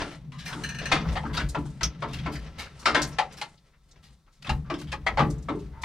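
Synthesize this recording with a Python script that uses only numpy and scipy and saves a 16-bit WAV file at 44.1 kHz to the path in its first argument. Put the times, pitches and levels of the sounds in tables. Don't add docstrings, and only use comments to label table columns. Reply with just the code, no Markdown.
import sys
import numpy as np
from scipy import signal
from scipy.fft import rfft, irfft, next_fast_len
from scipy.io import wavfile
from scipy.ndimage import map_coordinates

SR = 44100
rng = np.random.default_rng(int(sys.argv[2]) if len(sys.argv) > 2 else 0)


def log_audio(samples):
    frames = np.atleast_2d(samples).T
    limited = np.clip(frames, -1, 1)
    pcm = np.round(limited * 32767).astype(np.int16)
    wavfile.write(sys.argv[1], SR, pcm)


N = 257544
LEAD = 512

# t/s, level/dB, loudest ring f/Hz, its lift/dB, box thud against the level/dB,
# brightness near 5 kHz/dB, rise time constant/s, nominal t60/s
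KNOCKS = [(.003, -21.5, 1834, 2, 19, -22, 0.0028, 0.29), (0.32, -49, 1114, 18.5, -10, -1, 0.00026, 0.54),
          (0.525, -26.5, 1070, -2, 20, -8.5, 0.0019, 0.13), (.914, -9, 1370, -5, 9, -9.5, 0.0032, 0.25),
          (1.154, -17.5, 810, 12, -22, -21, 0.0013, 0.13), (1.163, -14, 1976, 10, -22, -19.5, 0.0036, 0.13),
          (1.233, -26, 844, 12, 22, -30, 0.00061, 0.13), (1.368, -19, 1400, 13.5, 14, -6, 0.0035, 0.14),
          (1.394, -25, 1576, 13.5, 1, -7, 0.0032, 0.18),
          (1.547, -15.5, 940, 7.5, 13.5, -22.5, 0.0005, 0.16),
          (1.808, -23.5, 1460, 10.5, 12, -11.5, 0.0015, 0.16),
          (1.831, -28, 6000, 16.5, -5.5, 6, 0.00066, .15),
          (2.022, -17.5, 1114, 2.5, 12.5, -23, 0.00058, 0.23),
          (2.258, -17.5, 1125, 4.5, 14, -22, 0.0023, 0.19), (2.855, -10, 1284, 6.5, 10, -9, 0.0017, 0.25),
          (2.946, -9, 1640, 5, 9.5, -14.5, 0.00055, 0.29), (3.185, -13, 810, 16, -48, -11.5, 0.00043, 0.17),
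          (3.413, -26, 880, 13, -7, -2, 0.0009, 0.16), (4.468, -27.5, 3500, 8, 15.5, -8, 0.0013, 0.11),
          (4.492, -20.5, 820, 17.5, 4, -6.5, 0.0012, 0.14),
          (4.699, -19.5, 1203, 8.5, 19.5, -19.5, 0.001, 0.21),
          (4.739, -38, 3680, 2, 28, -3.5, 0.00058, 0.19), (4.916, -30.5, 5200, -13, 13.5, 1, 0.0031, 0.16),
          (4.926, -21, 1185, 11.5, 2.5, -13, 0.0013, 0.11),
          (5.063, -10.5, 2070, 10, -5.5, -16, 0.0027, 0.16),
          (5.172, -10.5, 820, 5.5, -19, -24.5, 0.00061, 0.21),
          (5.186, -6, 1250, 9.5, 10.5, -23, 0.0037, 0.19), (5.205, -21, 856, 12, 26.5, -20, 0.0021, 0.18),
          (5.485, -16.5, 1240, 7.5, 19, -27, 0.00099, 0.21),
          (5.834, -15.5, 1405, 0, -41, -20, 0.00076, 0.29)]
# f/Hz, width/Hz, level/dB
HOUSING = [(569.5, 30, -3.5), (579, 15, -4), (702, 12, -17.5), (867, 20, -2), (1050, 10, -7.5),
           (1269, 100, -7.5), (1331, 45, 2.5), (1395, 100, -7.5), (2010, 10, -4)]
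# f/Hz, width/Hz, level/dB
BOX = [(227.3, 16, -5.5), (292.5, 12.2, 3), (351, 26, -6), (436, 6.3, -3)]
# f/Hz, level/dB, share of the brightness added
KNOCK_COLOUR = [(250, -20, 0.38), (526, -8.5, 0), (940, -3.5, 0.0097), (2030, 0.7, 0.58),
                (4620, -1.5, 0.93), (9700, -3, 1.14), (13980, -12.5, 2.8)]
# f/Hz, level/dB
TREBLE = [(4000, 6.5), (6300, -0.5), (8000, -5), (12000, -9), (16000, -27.5)]
RING_SPLIT, RING_WIDTH = 0.064, 0.045


def knocks():
    out = np.zeros((2, N + LEAD))
    for s, db, ring_hz, ring_db, thud_db, bright_db, rise, t60 in KNOCKS:
        near = []
        for hz, width, level in HOUSING:
            octaves_away = abs(np.log2(hz / ring_hz))
            near.append((hz * (1 + .03 * rng.standard_normal()), width, level - 2.0 * octaves_away))
        pair = [(ring_hz * (1 + side * RING_SPLIT), RING_WIDTH * ring_hz, ring_db) for side in (-1, 1)]
        housing = modal(near, scatter_db=-1.5)
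        loudest = modal(pair, scatter_db=1.5)
        parts = small_parts(count=14)
        box = modal(BOX, scatter_db=-0.7)
        colour = [(hz, level_db + share * bright_db) for hz, level_db, share in KNOCK_COLOUR]

        def response(hz):
            rings = 1 + amp(7.5) * housing(hz) + loudest(hz) + parts(hz)
            return amp(along(colour, hz) + along(TREBLE, hz)) * rings

        burst = crackle(cab(.4, rise, t60), depth_db=0.4, size=130)
        clack = filtered(burst, response)
        thud = filtered(cab(.4, 0.006 + 2.0 * rise, 0.18), box)
        add(out, s, amp(db) * spread(clack + amp(thud_db) * thud))
    return out[:, LEAD:]


# t/s, level/dB, centre f/Hz, half-width to -6 dB/octaves, nominal t60/s
SLIPS = [(.106, -53, 1340, 2.5, 0.263), (.381, -45.5, 3670, 1.04, 0.37), (0.448, -36.5, 4310, 6.3, 0.45),
         (.47, -48.5, 1100, 0.46, 0.9), (1.05, -41, 960, 0.71, 0.098), (1.251, -39, 1300, 0.32, .12),
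         (1.29, -43.5, 1110, 0.52, 0.19), (1.328, -39, 3500, 1.7, 0.41), (1.339, -42, 1010, 0.91, 0.19),
         (1.366, -33.5, 4620, 0.32, 0.165), (1.486, -33, 7700, 0.56, 0.14), (1.653, -52.5, 970, 0.48, 0.12),
         (2.072, -54, 3500, 1.4, 0.56), (2.128, -40, 3250, 1.9, .24), (2.184, -43, 2800, 0.84, .1),
         (2.23, -52, 2200, 0.88, .25), (2.315, -39.5, 6960, 4.4, 0.36), (2.352, -43, 1830, 0.31, 0.11),
         (2.356, -43.5, 5240, 0.48, 0.1), (2.58, -39.5, 3020, 2.6, 0.33), (2.662, -50.5, 1510, 0.51, .095),
         (2.777, -58, 1130, 0.38, 0.84), (2.788, -47.5, 6900, 0.74, 0.32), (3.016, -24.5, 6050, 0.55, 0.16),
         (3.018, -37.5, 12000, .6, 0.18), (3.067, -43, 8950, 0.66, 0.25), (3.124, -49.5, 5700, 0.26, 0.17),
         (3.32, -48.5, 7500, 0.68, .18), (3.367, -43, 2920, 5.6, 0.27), (3.573, -61, 4260, 0.42, .11),
         (3.732, -66, 1560, 0.56, 0.15), (3.881, -65, 7000, 1, 0.23), (3.91, -55.5, 6100, 0.43, 0.11),
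         (4.023, -55.5, 4700, 2.3, 0.39), (4.272, -67, 1100, .6, 0.14), (4.314, -64.5, 6260, 0.99, 0.46),
         (4.421, -49.5, 3500, 1.3, 0.12), (4.442, -48, 1480, 1.7, 0.18), (4.643, -58, 1230, 0.51, 0.3),
         (4.779, -47, 5700, 1.4, 0.3), (4.811, -45, 1760, 4.5, 0.13), (4.867, -55, 1940, 1.7, 0.36),
         (5.299, -42.5, 7250, 0.52, 0.163), (5.381, -54, 6900, 0.29, 0.088),
         (5.423, -52, 7000, 0.59, 0.098), (5.525, -38, 409, 0.096, 0.23), (5.587, -54.5, 6100, 0.94, 0.22),
         (5.724, -57, 1004, 0.58, 0.72), (5.812, -43.5, 6800, 0.62, 0.34)]
SLIP_RISE = 0.023


def slips():
    out = np.zeros((2, N + LEAD))
    for s, db, centre_hz, octaves, t60 in SLIPS:
        parts = small_parts(count=14)
        burst = crackle(cab(1.0, SLIP_RISE * t60, t60), depth_db=1.5, size=180)

        def response(hz):
            skirt_db = -6 * abs(np.log2((hz + 1) / centre_hz) / octaves) ** 1.5
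            band = amp(skirt_db + 0.65 * along(TREBLE, hz))
            evened = band / np.sqrt(centre_hz * abs(octaves) / SR)
            return evened * (1 + amp(3) * parts(hz))

        add(out, s, amp(db) * spread(filtered(burst, response)))
    return out[:, LEAD:]


# t/s, level/dB
CHATTER = [(0.4579, -39.5), (0.48, -40.5), (0.636, -31), (0.6884, -35.5), (0.745, -40.5), (0.7846, -36.5),
           (0.855, -32.5)]
# f/Hz, width/Hz, level/dB
SHELL = [(1660, 180, 0), (1832, 35, 6.5), (2335, 87, -4.5), (2700, 480, -2), (2940, 120, 1),
         (3970, 60, -11), (4225, 140, -5), (4650, 62, -10.5), (6040, 280, -6), (6280, 80, -10),
         (8300, 250, -16.5)]


def chatter():
    out = np.zeros((2, N + LEAD))
    for s, db in CHATTER:
        grip = 1 + .008 * rng.standard_normal(len(SHELL))
        gripped = [(hz * g, width, level) for g, (hz, width, level) in zip(grip, SHELL)]
        shell = modal(gripped, scatter_db=1.5)

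        def response(hz):
            direct = amp(along([(800, -31.0), (2000, -8.0)], hz) + along(TREBLE, hz))
            return direct + amp(17.0) * shell(hz)

        burst = crackle(cab(0.5, 0.00052, 0.22), depth_db=0.0, size=130)
        add(out, s, amp(db) * spread(filtered(burst, response)))
    return out[:, LEAD:]


# t/s, deep panel level/dB, upper panel level/dB
TUG = [(0.0, -54.5, -47), (0.96, -43, -35), (1.14, -26, -34.5), (1.2, -41.5, -39), (1.45, -30, -35),
       (1.54, -39, -44), (1.59, -34, -27.5), (1.8, -49.5, -45), (1.85, -28.5, -35), (1.95, -51, -42.5),
       (2.2, -37.5, -36.5), (2.8, -52, -55), (2.94, -42, -39), (3.79, -72.5, -67), (4.1, -51.5, -55),
       (4.34, -89.5, -77.5), (4.52, -28.5, -29.5), (4.62, -45.5, -44), (4.78, -43, -38), (5.16, -38, -48),
       (5.219, -30, -25.5), (5.43, -40, -43), (5.53, -40.5, -34.5), (5.84, -41.5, -54.5)]
# f/Hz, width/Hz, level/dB
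DEEP = [(43, 34, -15), (60, 15.3, -2), (71.6, 23, -7)]
# f/Hz, width/Hz, level/dB
UPPER = [(139.8, 20.1, 3.5), (166.7, 51.1, -2.5), (235, 41, -10.5)]


def dash():
    out = np.zeros((2, N))
    jerk = amp(1.7 * wobble(9))
    for db, modes in zip(curves(TUG), (DEEP, UPPER)):
        boom = filtered(jerk * rng.standard_normal((2, N)), modal(modes))
        out += amp(db) * unit(spread(boom))
    return out


CATCH_RATE, CATCH_S, CATCH_POWER = 50, .012, 1.2


def rubbing(spectrum, clumps):
    catches = (rng.random(N) < CATCH_RATE / SR) * rng.exponential(size=N) ** 2
    fading = signal.lfilter([1], [1, -np.exp(-1 / (CATCH_S * SR))], catches)
    uneven = amp(clumps + .8 * rng.exponential(size=N))
    grit = np.sqrt(1 + CATCH_POWER * fading) * uneven * rng.standard_normal((2, N))
    return unit(spread(filtered(grit, lambda hz: amp(along(spectrum, hz)))))


# t/s, scrape level/dB
RUSTLE = [(0, -24.5), (.2, -63.5), (.3, -69), (.55, -49), (1.0, -42), (1.3, -48.5), (1.52, -58.5),
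          (1.98, -54), (2.3, -44.5), (2.56, -52), (2.61, -40.5), (2.73, -55.5), (2.84, -57.5), (3.05, -53),
          (3.3, -53), (3.58, -67), (4.38, -69), (4.8, -63), (5.02, -63), (5.35, -61), (5.65, -60.5),
          (5.84, -58)]
# f/Hz, relative level per Hz/dB
SCRAPE = [(200, 2.5), (400, -1.5), (1100, -5), (2000, -6), (6000, -15), (10000, -59.5)]
# f/Hz, relative level per Hz/dB
HISS = [(1800, -28.5), (3000, 0), (5500, -0.5), (9000, 0), (12500, -20), (16000, -45.5)]
HISS_DB, HISS_GROWS = -68.5, 0.7


def wires():
    scrape_db, = curves(RUSTLE)
    hiss_db = HISS_DB + HISS_GROWS * (scrape_db - scrape_db.mean())
    clumps = 2.5 * wobble(12) + 1.5 * wobble(35)
    body = modal(HOUSING)
    scrape = unit(filtered(rubbing(SCRAPE, clumps), lambda hz: 1 + amp(7.0) * body(hz)))
    hiss = rubbing(HISS, clumps + 6.9 * wobble(6.8))
    return amp(scrape_db) * scrape + amp(hiss_db) * hiss


# f/Hz, relative level per Hz/dB
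AIR = [(15, -24.5), (25, 14), (153, -9), (695, -27.5), (1130, -17.5), (2760, -49), (3620, -20),
       (3920, -23.5), (16000, -38)]
AIR_DB = -63.5


def workshop():
    air = filtered(rng.standard_normal((2, N)), lambda hz: amp(along(AIR, hz)))
    return amp(AIR_DB) * unit(spread(air))


# f/Hz, decay time against that of the contact
CAB = [(300, 1.98), (600, 1.01), (900, 0.96), (14000, 0.64)]


def cab(length, rise, t60):
    t = np.arange(int(length * SR)) / SR
    hz, s, z = signal.stft(rng.standard_normal((2, len(t))), SR, nperseg=128)
    decay = amp(-60 * s / (abs(t60) * along(CAB, hz)[:, None]))
    tail = signal.istft(z * decay, SR, nperseg=128)[1][:, :len(t)]
    rise = max(rise, 1e-4)
    crack = 1 + 0.00086 / rise * np.exp(-t / 0.00044)
    swell = (1 - np.exp(-t / rise)) ** 2
    return np.pad(tail * crack * swell, [(0, 0), (LEAD, 0)])


def modal(modes, scatter_db=0):
    gains = amp(np.transpose(modes)[2] + scatter_db * rng.standard_normal(len(modes)))

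    def response(f):
        total = 0
        for k, (centre, width, _) in enumerate(modes):
            resonance = 1j * f * width / (centre * centre - f * f + 1j * f * abs(width))
            total = total + (-1) ** k * gains[k] * resonance
        return total

    return response


def small_parts(count):
    hz = np.sort(600 * 10 ** rng.random(count))
    return modal(np.transpose([hz, .045 * hz, np.zeros(count)]), scatter_db=3)


def crackle(x, depth_db, size):
    steps = np.repeat(rng.standard_normal(x.shape[1] // size + 1), size)[:x.shape[1]]
    return x * amp(depth_db * steps)


# f/Hz, correlation
ALIKE = [(100, .995), (300, .97), (600, .88), (1500, .85), (4000, .66), (10000, .42)]


def spread(pair):
    def weights(hz):
        turn = np.arccos(np.clip(along(ALIKE, hz), -1, 1)) / 2
        return np.array([np.cos(turn), np.sin(turn)])

    mid, side = filtered(pair, weights)
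    return np.array([mid + side, mid - side])


def amp(db):
    return 10 ** (np.asarray(db) / 20)


def unit(x):
    return x / np.sqrt(np.mean(x ** 2) + 1e-20)


def along(points, hz):
    f, v = np.transpose(points)
    return np.interp(np.log(hz + 1), np.log(f + 1), v)


def curves(rows):
    s, *cols = np.transpose(rows)
    return [np.interp(np.arange(N) / SR, s, c) for c in cols]


def wobble(rate):
    knots = rng.standard_normal(int(N * rate / SR) + 4)
    return map_coordinates(knots, [np.arange(N) * rate / SR])


def filtered(x, response):
    m = next_fast_len(x.shape[-1] + 4096)
    return irfft(rfft(x, m) * response(np.fft.rfftfreq(m, 1 / SR)), m)[..., :x.shape[-1]]


def add(out, s, x):
    part = out[:, round(s * SR):][:, :x.shape[1]]
    part += x[:, :part.shape[1]]


def scene():
    return knocks() + slips() + chatter() + dash() + wires() + workshop()


# f/Hz, left-right level/dB
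LEAN = [(200, 2), (600, 1), (2000, 4), (5000, 1), (14000, 0)]
TOP_HZ = 15900


def record(dry):
    half = np.array([[.5], [-.5]])

    def response(hz):
        delay = np.exp(-2j * np.pi * half * hz / SR)
        return amp(half * along(LEAN, hz)) * delay * (hz < TOP_HZ)

    return filtered(dry, response)


dry = scene()
out = record(dry)
log_audio(out)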